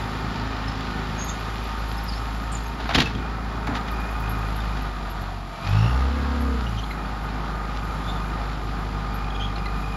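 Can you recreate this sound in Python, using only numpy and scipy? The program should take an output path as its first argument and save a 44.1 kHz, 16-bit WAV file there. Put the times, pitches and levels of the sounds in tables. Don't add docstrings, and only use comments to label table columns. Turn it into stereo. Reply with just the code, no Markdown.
import sys
import numpy as np
from scipy import signal
from scipy.fft import rfft, irfft, next_fast_len
from scipy.io import wavfile
from scipy.ndimage import uniform_filter1d

SR = 44100
rng = np.random.default_rng(int(sys.argv[2]) if len(sys.argv) > 2 else 0)


def to_wav(sig):
    pcm = np.clip(np.atleast_2d(sig), -1, 1) * 32767
    pcm = np.round(pcm).astype(np.int16)
    wavfile.write(sys.argv[1], SR, pcm.T)


def rack_gain(trim_db):
    fader = np.asarray(trim_db, float)
    return 10 ** (fader / 20)


N = 439236
T = np.arange(N) / SR
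STEP = 64

# time_s, level_db
WIND_LEVEL = [(0, -43.5), (.8, -46), (1.8, -52), (2.5, -46), (4.4, -55), (5.2, -59), (9.3, -66),
              (9.96, -41)]
# freq_hz, gain_db
WIND_SPECTRUM = [(25, -20), (50, 6), (110, 14), (170, -4), (250, -9), (500, -46)]
# freq_hz, gain_db
SCATTER_SPECTRUM = [(29, -40), (50, -37), (319, 1.5), (902, 9), (1460, 3), (1820, -25), (2450, -28),
                    (2690, -20.5), (3970, -22.5), (4700, -3), (5460, -10), (9240, -24.5), (12000, -24),
                    (15500, -39)]

# time_s, level_db
JINGLES = [(1.23, -43), (1.3857, -53), (1.54, -48), (1.625, -46), (1.6616, -51), (1.781, -46), (1.875, -47),
           (1.91, -40), (1.962, -45), (2.027, -46), (2.2184, -56), (2.3205, -52), (2.6628, -51),
           (2.9861, -56), (3.9006, -45), (3.9914, -42), (4.0921, -44), (4.19, -40.5), (4.286, -41),
           (4.373, -49), (4.4703, -49), (4.5481, -39), (4.6368, -52), (4.8085, -50), (5.0915, -51),
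           (5.2012, -52), (5.68, -48), (6.401, -42), (6.8775, -55), (8.7832, -55), (9.7613, -58)]
# freq_hz, level_db, ring_s
LINKS = [(8225, -4, .04), (8656, -9, .03), (9300, -10, .03), (11630, 0, .04), (11300, -8, .03),
         (12500, -8, .04), (13400, -11, .03), (15370, -14, .03)]
FAINT_JINGLES, FAINT_JINGLE_DB, FAINT_JINGLE_RANGE_DB = 16, -59, 9
LINK_SPREAD_DB, LINK_DETUNE_RATIO = 4, .003

# start_s, level_db, start_hz, end_hz, length_s
SQUEAKS = [(0.674, -40, 5210, 5200, 0.021), (0.708, -49, 5200, 5070, 0.028),
           (1.175, -36, 6500, 6580, 0.083), (1.265, -40, 6530, 6430, 0.064),
           (1.274, -41.5, 7230, 7100, 0.036), (1.28, -39.5, 3610, 3680, 0.03),
           (1.977, -42, 5180, 5200, 0.019), (2.079, -36, 5020, 4870, 0.023), (2.094, -41, 4840, 4415, 0.02),
           (2.118, -40.5, 4700, 4240, 0.029), (2.143, -47, 5055, 5400, 0.034),
           (2.07, -43, 5250, 5300, .014), (2.104, -47, 5150, 5200, 0.037), (2.135, -45, 4500, 4900, .016),
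           (2.172, -48, 5300, 5250, .03), (2.519, -36, 7160, 7020, 0.047), (2.514, -23, 8240, 8600, 0.031),
           (2.565, -48, 6590, 6486, 0.018), (2.65, -51, 6500, 6400, .025), (6.661, -39, 2890, 2890, 0.039),
           (6.768, -40, 3190, 3120, 0.04), (6.775, -41, 2910, 2980, 0.019), (6.776, -51, 5900, 5920, .03),
           (6.688, -53, 5900, 5930, .016), (6.833, -39.5, 3300, 3320, 0.016),
           (6.904, -36, 2193, 2130, 0.021), (6.907, -47, 4060, 4020, .02), (6.834, -46, 4150, 4150, 0.013),
           (8.035, -47, 3464, 3446, 0.036), (8.066, -39.5, 3426, 3740, 0.064),
           (8.149, -45, 3600, 3450, 0.036), (9.301, -41, 3330, 3276, 0.015),
           (9.345, -40, 3300, 3300, 0.028), (9.396, -37, 3194, 3060, 0.038),
           (9.419, -34, 3230, 3290, 0.025), (9.441, -35, 3280, 3270, 0.021), (9.395, -41, 3270, 3320, 0.02),
           (9.462, -44, 3330, 3257, 0.017), (9.555, -42, 4250, 4300, 0.016), (9.559, -45, 3850, 3930, .02),
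           (9.576, -50, 4950, 4970, 0.026), (9.655, -39.5, 4050, 4150, 0.018)]
# start_s, peak_db, main_ring_hz
KNOCKS = [(0.806, -29, 3560), (1.6195, -45.5, 1420), (2.856, -28, 1570), (2.9066, -45, 1520),
          (2.955, -17, 3230), (3.002, -16, 1860), (3.056, -20.5, 2620), (3.1483, -33, 3236),
          (3.6693, -24, 900), (3.669, -26, 1740), (3.6894, -39, 1460), (3.76, -28, 1880),
          (3.8768, -29, 1500), (4.586, -28, 1514), (4.6, -32, 3580), (6.9092, -31, 2086),
          (9.5607, -36, 1398), (9.579, -34, 2720), (9.6558, -28, 2030), (9.759, -30, 1450)]
# ratio_to_main_ring, level_db, ring_s
STEEL = [(1, 0, .05), (1.27, -12, .04), (1.95, -17, .03)]
# start_s, peak_db
BOOMS = [(2.955, -26), (2.975, -22), (2.986, -18), (3.155, -32), (3.6895, -17), (3.704, -24)]
# freq_hz, level_db, t60_s
SHELL = [(125, -5, .1), (250, 0, .2), (290, -6, .15), (400, -9, .06)]

# peak_s, grit_db (above 2 kHz), scrape_db (near 1 kHz), thud_db, fade_db_per_s
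CRUNCH = [(2.789, -49, -41, -40, 500), (2.807, -43, -37, -33, 200), (2.826, -41, -41, -45, 500),
          (2.857, -42, -35, -32, 400), (2.893, -38, -36, -40, 400), (2.908, -37, -28, -36, 153),
          (2.934, -38, -37, -37, 300), (2.947, -19.5, -34, -28, 300), (2.954, -25, -25, -22, 298),
          (2.983, -23, -24.5, -16, 300), (3.003, -18, -45, -33, 556), (3.035, -43, -47, -27, 300),
          (3.05, -36, -40, -39, 400), (3.068, -34, -38, -33, 300), (3.108, -43, -36, -36, 398),
          (3.154, -48, -46, -28, 152), (3.673, -40, -31, -40, 400), (3.681, -44, -27.5, -43, 400),
          (3.692, -54, -30, -30, 226), (3.726, -51, -38, -38, 400), (4.77, -39, -33, -47, 500),
          (3.754, -36, -35, -49, 400), (3.765, -36, -38, -47, 500), (3.773, -51, -45, -45, 500),
          (3.885, -37.5, -42, -40, 900)]
# freq_hz, gain_db
STONE_SPECTRUM = [(1200, -0.5), (2000, 9.5), (3870, 12), (7370, -9), (12000, -19), (15500, -46)]
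# freq_hz, gain_db
BLADE_SPECTRUM = [(350, -34), (700, -2), (1700, -7.5), (2600, -25), (6000, -52)]
# freq_hz, gain_db
BUCKET_SPECTRUM = [(60, 0.5), (120, 4.5), (200, -2), (255, 3.5), (320, -5.5), (450, -6), (700, -32),
                   (2000, -62)]
BITE_DB_PER_S = 1300
CHIP_LOW_HZ, CHIP_HIGH_HZ, CHIP_WIDTH_HZ, CHIP_SHARE = 1290, 5200, 450, 0.18

# time_s, level_db
HISS_LEVEL = [(0, -63), (.5, -72), (1.3, -64), (2.4, -63), (3.2, -72), (4.1, -65), (5.5, -68), (5.88, -61),
              (6.05, -67), (6.8, -64), (7.2, -69), (8.1, -64.5), (9.25, -70), (9.96, -65)]
# freq_hz, gain_db
HISS_SPECTRUM = [(5000, -25), (6500, -3), (8400, -4), (9600, -7), (11500, -5), (13200, -10), (13900, -18),
                 (15600, -28)]
# freq_hz, gain_db
RUMBLE_SPECTRUM = [(30, -23), (45, 6), (80, 1), (120, 2), (220, 0), (330, -4.5), (450, -16), (700, -88)]
RUMBLE_BELOW_ROAR_DB, RUMBLE_FOLLOWS = 4.5, 0.5

# time_s, pitch_hz, level_db
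WHINE = [(0, 2412, -52), (2.4, 2450, -55), (3.4, 2435, -54), (3.8, 2454, -51), (3.95, 2440, -47),
         (4.12, 2455, -50.5), (4.27, 2430, -46.5), (4.6, 2440, -52), (5.3, 2415, -61), (5.59, 2305, -54),
         (5.66, 2460, -45), (5.729, 2535, -45), (5.78, 2660, -47), (5.84, 2705, -43.5), (5.97, 2670, -48),
         (6.051, 2555, -60), (6.15, 2500, -55), (6.3, 2480, -61), (7, 2420, -55.5), (9, 2413, -54),
         (9.6, 2430, -46.5), (9.96, 2461, -48)]
# centre_hz, width_hz, level_db
UPPER_WHINE = [(2880, 110, -6), (5500, 220, -9)]
# time_s, level_db
UPPER_WHINE_LEVEL = [(5.6, -80), (5.7, -48), (5.83, -42), (5.95, -52), (6.12, -63), (6.3, -70)]
SWING_HZ, SWING_MOST_HZ, SWING_AT_DB, SWING_GROWTH = 20, 110, -29, 2.6

# time_s, rate_hz
SPEED = [(0, 53.1), (.8, 53.2), (1.7, 53.7), (2, 53.3), (2.6, 53.8), (3, 55.6), (3.5, 54.5), (4.1, 53.7),
         (4.4, 52.7), (4.75, 52.3), (5, 48.9), (5.3, 47.3), (5.62, 44.8), (5.76, 51.5), (5.92, 61.2),
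         (6.08, 66.9), (6.17, 68.2), (6.4, 68.4), (6.48, 66.5), (6.72, 54.6), (6.9, 51.5), (7.3, 51.8),
         (8.2, 51), (8.8, 50.9), (9.4, 50.2), (9.96, 50)]
# time_s, firing_db, octave_db, roar_db (near 1 kHz), clatter_db (near 4 kHz)
ENGINE = [(0, -32, -37, -34.5, -42), (1.3, -32, -40, -35.5, -42), (1.77, -29.5, -43.5, -37.5, -43.5),
          (2.621, -29, -40, -37.5, -46), (2.903, -31, -52, -39, -47), (3.7, -29.5, -38, -36, -47.5),
          (3.9, -30, -44, -35, -47), (4.442, -26.5, -33.5, -35, -44.5), (4.76, -26.5, -41.5, -36, -46),
          (4.99, -29.5, -47, -37, -46), (5.27, -31.5, -42, -38.5, -47), (5.41, -32.5, -42.5, -42, -49.5),
          (5.619, -40, -57, -38, -46.5), (5.67, -30, -29, -35.5, -40), (5.74, -23.5, -18, -33.5, -41),
          (5.86, -24, -18.5, -32.5, -41.5), (5.961, -20, -43, -32.5, -44.5),
          (6.052, -20.5, -33, -33, -44.5), (6.131, -24.5, -44, -34, -43.5), (6.35, -25, -45, -34.5, -43.5),
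          (6.49, -23, -43, -36.5, -47), (6.6, -24.5, -46, -36, -45.5), (6.68, -27, -33, -37.5, -46),
          (6.77, -27.5, -33, -39, -44.5), (6.881, -31, -53, -36, -47.5), (7.1, -29.5, -45, -36, -47.5),
          (7.7, -28.5, -45.5, -34.5, -46.5), (9, -28.5, -38.5, -36.5, -46), (9.43, -27.5, -38.5, -36, -48),
          (9.96, -28, -44, -36.5, -47.5)]
FIRING, OCTAVE, ROAR, CLATTER = 1, 2, 3, 4
ORDERS = [1.5, 2.5, 3, 3.5, 4, 4.5, 5, 6, 7, 7.5, 8, 9, 14, 15, 16, 17, 18, 20, 21, 23, 24]
# start_db, end_db
ORDER_LEVELS = [(-47, -54), (-56, -49), (-53.5, -47.5), (-50, -42.5), (-54, -48.5), (-56, -68),
                (-54.5, -56), (-62, -63), (-55, -53.5), (-56, -51.5), (-60.5, -61), (-76, -53),
                (-51.5, -56), (-49, -52), (-58, -45), (-50.5, -62), (-62, -54.5), (-51.5, -55),
                (-69, -52.5), (-55, -61), (-55.5, -45.5)]
# centre_hz, width_hz, lift_db
PIPE = [(156.5, 18.3, 7.5), (252, 50, 12), (468, 95, 7.5)]
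# time_s, gain_db
LOAD = [(0, 0.5), (.8, 3), (1.5, -0.5), (2.3, -2), (3.2, 0), (4, -1.5), (4.8, -3), (5.5, -7.5), (5.75, -2),
        (5.95, -2), (6.15, 2), (6.4, 3.5), (6.55, 2), (6.8, -4.5), (7.2, -2), (8, -2.5), (9, -3.5),
        (9.96, -3)]
# freq_hz, gain_db
ROAR_SPECTRUM = [(250, -68), (400, -20.5), (560, -21), (800, -14.5), (1000, -19), (1250, -13), (1700, -23),
                 (2200, -28.5), (2800, -90), (3600, -122.5)]
# freq_hz, gain_db
CLATTER_SPECTRUM = [(1200, 5.5), (2200, 4.5), (3600, 4.5), (4900, 1), (5800, -6.5), (6600, -15),
                    (7500, -10), (9000, -45)]
# centre_hz, width_hz, start_db, end_db
PANELS = [(746, 10, -16.5, -12), (800, 34, -14, -11), (920, 6.6, -4, -10), (1079, 4.9, -21, -15.5),
          (1226.5, 11, -4.5, -3.5), (1457, 4.8, -7, -12.5), (381, 8.5, -17, -22.5), (1803, 104, -5, -18.5)]
OCTAVE_FLICKER_DB, LOAD_WAVER_DB = 3, 1
THIRD_BELOW_OCTAVE_DB = 11
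THROB_DB, THROB_AT_DB, THROB_GROWTH, THROB_LAG_TURNS = .8, -27, .22, .22

# freq_hz, left_lead_rad
PORT_PHASE = [(0, 0), (4130, -0.0), (5340, -0.8), (6030, -0.1), (6720, -0.1), (7320, -0.5), (7670, 3.3),
              (9390, 3.3), (9910, 6.1), (11500, 6.4), (12600, 9.4), (14100, 9.5), (14600, 12.4),
              (16500, 12.8)]
# freq_hz, left_minus_right_db
PORT_BALANCE = [(60, 0), (200, -.5), (700, -1), (1300, 0), (16000, 0)]
LOW_CUT_HZ, EDGE_HZ = 40, 15650


def evened(x):
    return x / np.sqrt(np.mean(x ** 2) + 1e-20)


def noise():
    return rng.standard_normal(N)


def read(points, hz):
    f, value = np.transpose(points)
    return np.interp(np.log(hz + 1), np.log(f + 1), value)


def column(table, k=1, t=T):
    rows = np.transpose(table)
    return np.interp(t, rows[0], rows[k])


def add(mix, s, sound):
    part = mix[round(s * SR):][:len(sound)]
    part += sound[:len(part)]


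def coloured(x, points, band=(0, SR)):
    size = next_fast_len(len(x))
    hz = np.fft.rfftfreq(size, 1 / SR)
    z = rfft(x, size) * rack_gain(read(points, hz))
    power = abs(z) ** 2
    share = power[(hz >= band[0]) & (hz < band[1])].sum() / power.sum()
    return evened(irfft(z, size)[:len(x)]) / np.sqrt(share)


def resonate(x, hz, width_hz):
    turn = np.exp(2j * np.pi * np.cumsum(hz * np.ones(len(x))) / SR)
    r = np.exp(-np.pi * abs(width_hz) / SR)
    return 2 * (turn * signal.lfilter([1 - r], [1, -r], x * turn.conj())).real


def resonate_twice(x, hz, width_hz):
    return resonate(resonate(x, hz, width_hz), hz, width_hz)


def wander(per_s, t=T):
    knots_s = np.arange(0, T[-1] + 1, 1 / per_s)
    return np.interp(t, knots_s, rng.standard_normal(len(knots_s)))


def grit(count, spread_db, density):
    size = rack_gain(spread_db * np.minimum(rng.exponential(1, count), 5))
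    return size * rng.standard_normal(count) * (rng.random(count) < density)


def firing():
    hz = uniform_filter1d(column(SPEED), size=2000, mode="nearest")
    return hz, np.cumsum(hz * (1 + 0.00118 * wander(8))) / SR


def throb(turns):
    depth_db = THROB_DB + THROB_GROWTH * np.maximum(column(ENGINE, FIRING) - THROB_AT_DB, 0)
    return depth_db * np.cos(2 * np.pi * (turns - THROB_LAG_TURNS))


def wind():
    gusts_db = column(WIND_LEVEL) + 7.9 * wander(2.99)
    return rack_gain(gusts_db) * np.array([coloured(noise(), WIND_SPECTRUM) for port in "LR"])


def side_scatter():
    return rack_gain(-52.5 + 1.6 * wander(11)) * coloured(noise(), SCATTER_SPECTRUM)


def walls(x):
    taps = np.zeros(SR // 2)
    at = np.arange(500, len(taps) - 20, 20)
    sign = rng.choice([-1., 1.], len(at))
    taps[at + rng.integers(0, 20, len(at))] = sign * rack_gain(-60 * at / SR / 0.27)
    return signal.oaconvolve(x, taps / np.linalg.norm(taps))[:N]


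def jingles():
    out, t = np.zeros(N), T[:3500]
    faint = rng.random((FAINT_JINGLES, 2)) * [T[-1], FAINT_JINGLE_RANGE_DB] + [0, FAINT_JINGLE_DB]
    for s, db in JINGLES + faint.tolist():
        shake = grit(len(t), 1.3, 0.018) * np.exp(-t / 0.013) * np.minimum(t / 0.014, 1) ** 2
        ring = np.zeros(len(t))
        for hz, link_db, ring_s in LINKS:
            spread_db, detune = np.clip(rng.standard_normal(2), -2, 2) * [LINK_SPREAD_DB, LINK_DETUNE_RATIO]
            link_hz = hz * (1 + detune)
            mode = resonate(resonate(shake, link_hz, 700), link_hz, 3.0 / ring_s)
            ring += rack_gain(link_db + spread_db) * mode / abs(mode).max()
        rustle = coloured(shake, HISS_SPECTRUM)
        add(out, s, rack_gain(db) * (ring + .35 * rustle / abs(rustle).max()))
    return out


def squeaks():
    out = np.zeros(N)
    for s, db, start_hz, end_hz, length_s in SQUEAKS:
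        rub = rng.standard_normal(round(length_s * SR))
        hz = np.linspace(start_hz, end_hz, len(rub))
        turn = 2 * np.pi * np.cumsum(hz) / SR
        tone = np.sin(turn) + 0.12 * np.sin(2 * turn)
        tone += 0.5 * evened(resonate_twice(rub, hz, 450))
        tone *= rack_gain(4 * wander(140)[:len(rub)])
        add(out, s, rack_gain(db) * evened(tone) * signal.windows.tukey(len(rub), .6))
    return out


def knocks():
    out, t = np.zeros(N), T[:6000]
    for s, db, hz in KNOCKS:
        blow = rng.standard_normal(len(t)) * np.exp(-t / .004) * np.minimum(t / .003, 1)
        ring = .17 * coloured(blow, STONE_SPECTRUM)
        for ratio, mode_db, ring_s in STEEL:
            ring += rack_gain(mode_db) * evened(resonate(blow, hz * ratio, 2.4 / ring_s))
        add(out, s, rack_gain(db) * ring / abs(ring).max())
    return out


def booms():
    out, t = np.zeros(N), T[:9000]
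    for s, db in BOOMS:
        ring = np.zeros(len(t))
        for hz, mode_db, t60_s in SHELL:
            mode_hz = hz * (1 + .025 * rng.standard_normal())
            ring += rack_gain(mode_db - 60 * t / t60_s) * np.sin(2 * np.pi * mode_hz * t)
        add(out, s, rack_gain(db) * ring / abs(ring).max())
    return out


def crunch():
    power, t = np.zeros((3, N)), T[:30000] - .2
    for s, *peaks_db, fade_db_per_s in CRUNCH:
        shape_db = np.where(t < 0, BITE_DB_PER_S * t, -fade_db_per_s * t)
        for layer, db in zip(power, peaks_db):
            add(layer, s + t[0], rack_gain(2 * (db + shape_db)))
    grains = grit(N, 1.0, 0.34) * rack_gain(4 * wander(160))
    chips_hz = np.geomspace(CHIP_LOW_HZ, CHIP_HIGH_HZ, num=12)
    chips = sum(resonate(grit(N, 1.5, .006), hz, CHIP_WIDTH_HZ) for hz in chips_hz)
    stone = evened(coloured(grains, STONE_SPECTRUM) + CHIP_SHARE * evened(chips))
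    scrape = coloured(grains, BLADE_SPECTRUM)
    thud = coloured(noise(), BUCKET_SPECTRUM)
    return (np.sqrt(power) * [stone, scrape, thud]).sum(0)


def hiss():
    air = noise() + 0.24 * evened(grit(N, 2.6, 0.013))
    air = coloured(air, HISS_SPECTRUM, (9900, 11200))
    return rack_gain(column(HISS_LEVEL) + 1.0 * wander(14)) * air


def rumble(turns):
    low = coloured(noise(), RUMBLE_SPECTRUM, (125, 400))
    roar_db = column(ENGINE, ROAR)
    mean_db = roar_db.mean()
    db = mean_db - RUMBLE_BELOW_ROAR_DB + RUMBLE_FOLLOWS * (roar_db - mean_db)
    return rack_gain(db + 1.2 * wander(14) + 2.2 * np.cos(2 * np.pi * turns - 1)) * low


def upper_whine(turns):
    bands = sum(rack_gain(db) * evened(resonate_twice(noise(), hz, width_hz)) for hz, width_hz, db in UPPER_WHINE)
    return bands * rack_gain(column(UPPER_WHINE_LEVEL) + 2 * throb(turns))


def whine(turns):
    pulses = uniform_filter1d(rack_gain(SWING_GROWTH * (column(ENGINE, FIRING) - SWING_AT_DB)), size=6000)
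    swing_hz = np.minimum(SWING_HZ * (1 + pulses), SWING_MOST_HZ)
    hz = column(WHINE, 1) + swing_hz * (np.sin(2 * np.pi * turns) + 0.36 * wander(50))
    db = column(WHINE, 2) + 2.5 * wander(50) + 1.2 * wander(12)
    db += 2 * np.cos(np.pi * turns) + 2.6 * throb(turns)
    turn = 2 * np.pi * np.cumsum(hz) / SR
    breath = evened(resonate_twice(noise(), hz, 140))
    return rack_gain(db) * (1.1 * np.sin(turn) + 0.25 * np.sin(2 * turn) + 0.6 * breath)


def clatter(turns):
    ticks = evened(grit(N, 2.4, .01) * rack_gain(2 * throb(turns)))
    rattle = coloured(noise() + 0.4 * ticks, CLATTER_SPECTRUM, (2000, 6000))
    return rack_gain(column(ENGINE, CLATTER) + throb(turns) + 1.0 * wander(13)) * rattle


def body_panels():
    knock = noise() * rack_gain(0.79 * wander(40))
    out = np.zeros(N)
    for hz, width_hz, start_db, end_db in PANELS:
        db = start_db + (end_db - start_db) * T / T[-1]
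        out += rack_gain(db + 0.5 * wander(6.6)) * evened(resonate(knock, hz, width_hz))
    return out


def roar(turns):
    body = coloured(noise(), ROAR_SPECTRUM) * rack_gain(0.5 * wander(28)) + 0.59 * body_panels()
    body = coloured(body, [(1, 0)], (500, 1700))
    return rack_gain(column(ENGINE, ROAR) + throb(turns) + 0.8 * wander(9)) * body


def orders(hz, turns):
    t, hz, out = T[::STEP], hz[::STEP], np.zeros(N)
    load_db = column(LOAD, t=t) + LOAD_WAVER_DB * wander(5.6, t)
    for k, (start_db, end_db) in zip(ORDERS, ORDER_LEVELS):
        db = start_db + (end_db - start_db) * t / t[-1]
        db += sum(lift_db / (1 + (2 * (k * hz - f) / width_hz) ** 2) for f, width_hz, lift_db in PIPE)
        db += load_db * (k < 10)
        db += 1.5 * wander(4, t) + 1.5 * wander(15, t)
        drift = 2 * np.pi * rng.random() + .3 * wander(4, t) + .25 * wander(20, t)
        tone = np.sin(2 * np.pi * k * turns + np.interp(T, t, drift))
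        out += np.sqrt(2) * np.interp(T, t, rack_gain(db)) * tone
    return out


def firing_tones(turns):
    octave_db = column(ENGINE, OCTAVE)
    flicker_db = OCTAVE_FLICKER_DB * np.clip((-27.0 - octave_db) / 11, 0, 1) * wander(14)
    out = rack_gain(column(ENGINE, FIRING) + 0.36 * wander(16)) * np.sin(2 * np.pi * turns)
    out += rack_gain(octave_db + flicker_db) * np.sin(4 * np.pi * turns - 1.2)
    out += rack_gain(octave_db - THIRD_BELOW_OCTAVE_DB) * np.sin(6 * np.pi * turns - 2.4)
    return np.sqrt(2) * out


def engine(hz, turns):
    return firing_tones(turns) + orders(hz, turns) + roar(turns) + clatter(turns)


def scene():
    hz, turns = firing()
    hits = crunch() + booms() + knocks() + jingles()
    creaks = squeaks()
    loader = engine(hz, turns) + whine(turns) + upper_whine(turns) + hiss() + rumble(turns)
    loader += hits + creaks + walls(rack_gain(-15.0) * hits + rack_gain(-10.0) * creaks)
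    scattered = side_scatter()
    return np.array([loader + scattered, loader - scattered]) + wind()


def low_pass(x):
    return signal.sosfilt(signal.butter(12, 16850, fs=SR, output="sos"), x)


def record(dry):
    size = next_fast_len(N)
    hz = np.fft.rfftfreq(size, 1 / SR)
    half = np.exp(.5j * read(PORT_PHASE, hz)) * rack_gain(read(PORT_BALANCE, hz) / 2)
    low_cut = 1 / np.sqrt(1 + (LOW_CUT_HZ / (hz + 1)) ** 6)
    response = np.array([half, 1 / half]) * (hz < EDGE_HZ) * low_cut
    ports = irfft(rfft(dry, size) * response, size)[:, :N]
    return low_pass(ports)


dry = scene()
out = record(dry)
to_wav(out)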